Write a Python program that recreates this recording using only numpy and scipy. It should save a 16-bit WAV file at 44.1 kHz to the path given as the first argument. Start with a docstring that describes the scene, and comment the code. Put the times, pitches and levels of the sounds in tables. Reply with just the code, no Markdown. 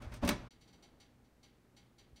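"""Oven door, then cooking

Close to an oven in a kitchen, the door swings up with a few hinge clicks, thuds onto its seal and snaps shut.
After a brief silence the scene changes to the oven heard quietly: a low hum, and small pops from the cooking
food that each ring the same glass dish and steel cavity."""
import sys
import numpy as np
from scipy import signal
from scipy.fft import rfft, irfft
from scipy.io import wavfile

SR = 44100
rng = np.random.default_rng(int(sys.argv[2]) if len(sys.argv) > 2 else 0)


def generate_wav(signal):
    """Clip the signal to [-1, 1] and save it as 16-bit WAV at the path in sys.argv[1]."""
    frames = np.transpose(np.atleast_2d(signal))
    scaled = np.clip(frames, -1, 1) * 32767
    pcm = np.round(scaled).astype(np.int16)
    wavfile.write(sys.argv[1], SR, pcm)


N = 97020
TIME, RING_TIME = np.arange(N) / SR, np.arange(SR // 2) / SR

# The door from close by: hinge clicks, soft landing, hard shut, settling. 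Each row: start in seconds,
# level in dB, tilt in dB per octave, extra bass in dB, metallic ring and crack in dB, rise in seconds.
DOOR_BLOWS = [(.010, -18, -2, -1.5, -4, 0.03), (.019, -18.5, -0.5, 0.5, -9, 0.0048),
              (.044, -17.5, -3.5, -33, -16, 0.0019), (.116, -13.5, -1.5, -4, -10, 0.011),
              (.130, -23, -6.5, 2, -14, 0.01), (0.1369, -18.5, 2.5, -9, -24, 0.005),
              (0.154, -31, 6, -4, -21, 0.015), (0.215, -12.5, -2.5, 2, -14, 0.013),
              (.223, -2, -5.5, 2, -6, 0.0098), (0.231, 0, -5, 3, -3.5, 0.006),
              (.247, -9.5, 1.5, 11, -6.5, .005), (0.261, -7, -2.5, 1, -24, 0.0029),
              (0.2754, 2, 0, -2, -11.5, 0.0024), (0.29, 3, .5, -1.5, -1.5, 0.00078),
              (.303, -6.5, -2, 9, -23, 0.0016), (.410, -18.5, -7, -10.5, -12.5, 0.0047)]
# Dense ring of the door's panels. Each row: frequency in Hz, level in dB.
PANEL_SPECTRUM = [(25, -18.5), (70, -15), (130, -19), (250, -16), (400, -20.5), (490, -32), (590, -18.5),
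                  (680, -28.5), (850, -25.5), (1400, -27), (1950, -30), (2250, -27), (2700, -30.5),
                  (4200, -33.5), (6000, -33.5), (7700, -42.5), (8400, -35), (10500, -42.5), (15500, -42.5)]
# Its decay. Each row: frequency in Hz, seconds to fall 60 dB (T60).
PANEL_T60 = [(60, 0.13), (300, 0.2), (1500, .15), (5000, 0.12), (14000, 0.043)]
# Strong modes of door and oven shell. Each row: frequency in Hz, level in dB, T60 in seconds.
DOOR_MODES = [(183, -37, .27), (234, -35, .2), (256, -38, .2), (283, -40, .18), (341, -42, .22),
              (395, -44, .22), (581, -32, .15), (755, -48, .2), (874, -47, .22), (1016, -47, .22),
              (1191, -49, .2), (1295, -48, .18), (1433, -50, .2), (1711, -49, .18), (2231, -45, .18),
              (2293, -50, .22), (2497, -51, .22), (3327, -48, .18), (3975, -50, .22)]
# Metal meeting metal. Each row: frequency in Hz, level in dB.
CRACK_SPECTRUM = [(200, -70.5), (1500, -21), (4000, -20), (8500, -26), (15500, -30.5)]

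def door():
    """Each blow rings the panels with its own brightness, bass and metallic ring."""
    out, modes = np.zeros(N), mode_ring(DOOR_MODES)
    hz = abs(np.fft.fftfreq(8192, 1 / SR))
    octaves = np.log2(np.clip(hz, 810, 8600) / 1030)  # the tilt pivots at 1030 Hz
    bass_shelf = 1 / (1 + (hz / 390) ** 4)
    for start, db, tilt_db, bass_db, metal_db, rise_s in DOOR_BLOWS:
        crack = noise(CRACK_SPECTRUM, len(RING_TIME)) * decay(t60=.02)
        panels = dense_ring(PANEL_SPECTRUM, PANEL_T60)
        blow = (panels + amp(metal_db) * (modes + crack)) * attack(rise_s)
        add(out, start, colour(blow, db + tilt_db * octaves + bass_db * bass_shelf))
    return out

# Food popping in the dish, heard from outside the oven. Each row: start in seconds, level in dB.
POPS = [(.501, -1.5), (.609, -3), (.6745, -4.5), (.7265, -4), (.824, .5), (.999, .5), (1.241, -16),
        (1.4285, -.5), (1.7638, -.2), (1.9815, -.6), (2.1585, -.6)]
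# Dense ring of the steel cavity. Each row: frequency in Hz, level in dB.
CAVITY_SPECTRUM = [(300, -70), (900, -63), (1300, -64), (2100, -59), (2400, -62), (3200, -60.5),
                   (4500, -60.5), (5300, -71), (5900, -62), (6300, -67), (9000, -66.5), (10500, -71.5),
                   (15500, -75)]
# Its decay. Each row: frequency in Hz, T60 in seconds.
CAVITY_T60 = [(1000, 0.42), (2500, 0.51), (4500, 0.45), (7000, 0.23), (14000, .14)]
# Modes of the glass dish and rack. Each row: frequency in Hz, level in dB, T60 in seconds.
DISH_MODES = [(812, -73, .45), (2174, -69, .25), (3079, -69, .22), (3262, -72, .2), (3832, -69, .18),
              (4021, -70, .18), (4317, -68, .18), (4414, -69, .18), (4656, -68, .26), (5071, -75, .18),
              (5614, -72, .15), (7046, -76, .16), (7315, -77, .16), (7520, -77, .16), (8823, -77, .13),
              (9119, -76, .13)]
# A tight cluster of high modes that swells and dies quickly. 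Each row: frequency in Hz, level in dB.
PING_MODES = [(5865, -73), (5937, -71), (6045, -74)]

def pops(own_share=.15, ping_peak_s=.013):
    """All pops come from one spot, so they ring the dish and cavity in nearly the same way."""
    out, t = np.zeros(N), RING_TIME
    shared = np.sqrt(1 - own_share) * dense_ring(CAVITY_SPECTRUM, CAVITY_T60)
    dish = mode_ring(DISH_MODES)
    swell = amp(-1.5) * t / ping_peak_s * np.exp(1 - t / ping_peak_s)
    for start, db in POPS:
        own = np.sqrt(own_share) * dense_ring(CAVITY_SPECTRUM, CAVITY_T60)
        ring = (dish + shared + own) * attack(rise_s=.0055)
        ping = sum(amp(level) * np.sin(2 * np.pi * (hz * t + rng.random())) for hz, level in PING_MODES)
        add(out, start, amp(db) * (ring + swell * ping))
    return out

# Soft low bumps of the oven body. Each row: start in seconds, level in dB, pitch in Hz, T60 in seconds.
BODY_BUMPS = [(0.065, -26, 78, 0.062), (0.167, -37.5, 98.5, 0.08), (.232, -32, 70, 0.12),
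              (0.386, -59.5, 39.3, 0.73), (0.759, -73, 52.4, 0.46), (2.123, -49.5, 61, 0.14)]

def body_bumps():
    """The oven body sways for a few cycles."""
    out = np.zeros(N)
    for start, db, hz, t60 in BODY_BUMPS:
        sway = -np.sin(2 * np.pi * hz * RING_TIME)
        add(out, start, amp(db) * attack(rise_s=.013) * decay(t60) * sway)
    return out

# The kitchen's echo at the microphone. Each row: frequency in Hz, level in dB.
ECHO_SPECTRUM = [(60, -45), (300, -44.5), (1000, -49.5), (3000, -45), (7000, -37), (15000, -41)]
# Its decay. Each row: frequency in Hz, T60 in seconds.
ECHO_T60 = [(100, 0.24), (2000, 0.59), (6000, 0.26), (14000, 0.085)]

def in_kitchen(direct):
    """The direct sound arrives first, then the room answers."""
    echo = dense_ring(ECHO_SPECTRUM, ECHO_T60) * attack(rise_s=.0083)
    return direct + signal.fftconvolve(direct, echo)[:N]

# Kitchen air around the microphone. 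Each row: frequency in Hz, level in dB.
KITCHEN_AIR = [(20, -41), (50, -24), (130, -38), (300, -44.5), (700, -47.5), (1500, -51), (3000, -63.5),
               (6000, -70.5), (15500, -84.5)]
# Its level while the door swings. Each row: time in seconds, gain in dB.
AIR_GAIN = [(0, -2.5), (.025, 3), (.1, 0), (.17, -1.5), (.205, -6), (.26, 7.5), (.48, -2)]

def kitchen_air():
    """Kitchen air, swelling and dipping as the door swings shut."""
    return noise(KITCHEN_AIR, N) * amp(np.interp(TIME, *np.transpose(AIR_GAIN)))

# Hum near the oven. Each row: harmonic number, level in dB while closing, level in dB while cooking.
HUM_HARMONICS = [(1, -74, -83), (2, -53.5, -73), (3, -63.5, -78), (4, -62, -74)]

def mains_hum(cooking, mains_hz=60, waver=.17):
    """Harmonics of the mains, each wavering in level and phase."""
    out = np.zeros(N)
    for harmonic, closing_db, cooking_db in HUM_HARMONICS:
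        level = amp(cooking_db if cooking else closing_db) * (1 + waver * drift(4.2))
        out += level * np.sin(2 * np.pi * harmonic * mains_hz * TIME + waver * drift(5.4))
    return out

# Air beside the cooking oven. Each row: frequency in Hz, level in dB.
OVEN_AIR = [(20, -55.5), (35, -55.5), (52, -44), (85, -54), (120, -50), (160, -54.5), (270, -52.5),
            (450, -58.5), (720, -64), (820, -63.5), (950, -66.5), (1800, -69.5), (3200, -76), (6000, -79.5),
            (15500, -85.5)]
# Swell of its rumble. Each row: time in seconds, gain in dB.
RUMBLE_GAIN = [(.5, -1.5), (.7, 4), (.86, 5.5), (1.0, 1.5), (1.2, 1), (1.6, 0.5), (2.2, 1)]

def oven_air(rumble_top_hz=1490):
    """Faint hiss over a rumble that swells slowly and flutters by about 1 dB."""
    air = noise(OVEN_AIR, N)
    rumble = signal.sosfiltfilt(signal.butter(2, rumble_top_hz, fs=SR, output="sos"), air)
    hiss = air - rumble
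    swell_db = np.interp(TIME, *np.transpose(RUMBLE_GAIN))
    return hiss + rumble * amp(swell_db + drift(rate_hz=60))

def dense_ring(spectrum, t60s):
    """Countless overlapping modes: noise whose bands each die at their own speed."""
    size = len(RING_TIME)
    hz, centres = np.fft.rfftfreq(size, 1 / SR), np.geomspace(50, 15000, 10)
    bins, out = rfft(noise(spectrum, size)), np.zeros(size)
    for centre, weights in zip(centres, np.eye(len(centres))):
        band = irfft(bins * value_at(np.c_[centres, weights], hz), size)
        out += band * decay(value_at(t60s, centre))
    return out

def mode_ring(modes):
    """Dying sines of alternating sign, one for each mode."""
    return sum((-1) ** k * amp(db) * decay(t60) * np.sin(2 * np.pi * hz * RING_TIME)
               for k, (hz, db, t60) in enumerate(modes))

def noise(spectrum, size):
    """Steady noise with the given spectrum."""
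    hz = np.fft.rfftfreq(size, 1 / SR)
    phases = np.exp(2j * np.pi * rng.random(len(hz)))
    return irfft(phases * amp(value_at(spectrum, hz)), size) * np.sqrt(size)

def drift(rate_hz):
    """Random wandering of unit size."""
    lowpass = np.exp(-(np.fft.rfftfreq(N, 1 / SR) / rate_hz) ** 2)
    wander = irfft(rfft(rng.standard_normal(N)) * lowpass, N)
    return wander / wander.std()

def colour(sound, gain_db):
    """Minimum-phase filter from a gain for each FFT bin."""
    response = np.exp(np.conj(signal.hilbert(np.log(amp(gain_db)))))
    taps = np.fft.ifft(response).real[:len(gain_db) // 2]
    return signal.fftconvolve(sound, taps)[:len(sound)]

def attack(rise_s):
    """A straight rise to full level."""
    return np.minimum(RING_TIME / rise_s, 1)

def decay(t60):
    """A fall of 60 dB every t60 seconds."""
    return 1e-3 ** (RING_TIME / t60)

def amp(db):
    """Decibels to gain."""
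    return 10 ** (np.asarray(db) / 20)

def value_at(table, hz):
    """Reads a table on a log-frequency axis."""
    frequencies, values = np.transpose(table)
    return np.interp(np.log(hz + 1), np.log(frequencies + 1), values)

def add(mix, start_s, sound):
    """Mixes a sound in at a time."""
    part = mix[round(start_s * SR):][:len(sound)]
    part += sound[:len(part)]

def scene(fade_at_s=.475, resume_at_s=.507):
    """The door closing, then after a brief silence the scene changes to the food cooking, in mono."""
    fade_out = np.clip(1 - (TIME - fade_at_s) / .015, 0, 1) ** 2
    closing_gate = np.clip(TIME / .0051, 0, 1) * fade_out
    cooking_gate = np.clip((TIME - resume_at_s) / .001, 0, 1)
    body = body_bumps()
    closing = in_kitchen(door()) + body + kitchen_air() + mains_hum(cooking=False)
    cooking = pops() + body + oven_air() + mains_hum(cooking=True)
    return (closing_gate * closing + cooking_gate * cooking)[None]

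def record(dry):
    """The recorder passes sound up to about 15.8 kHz."""
    lowpass = signal.firwin(511, 15780, window=("kaiser", 9), fs=SR)
    return signal.oaconvolve(dry, lowpass[None], "same")

dry = scene()
out = record(dry)
generate_wav(out)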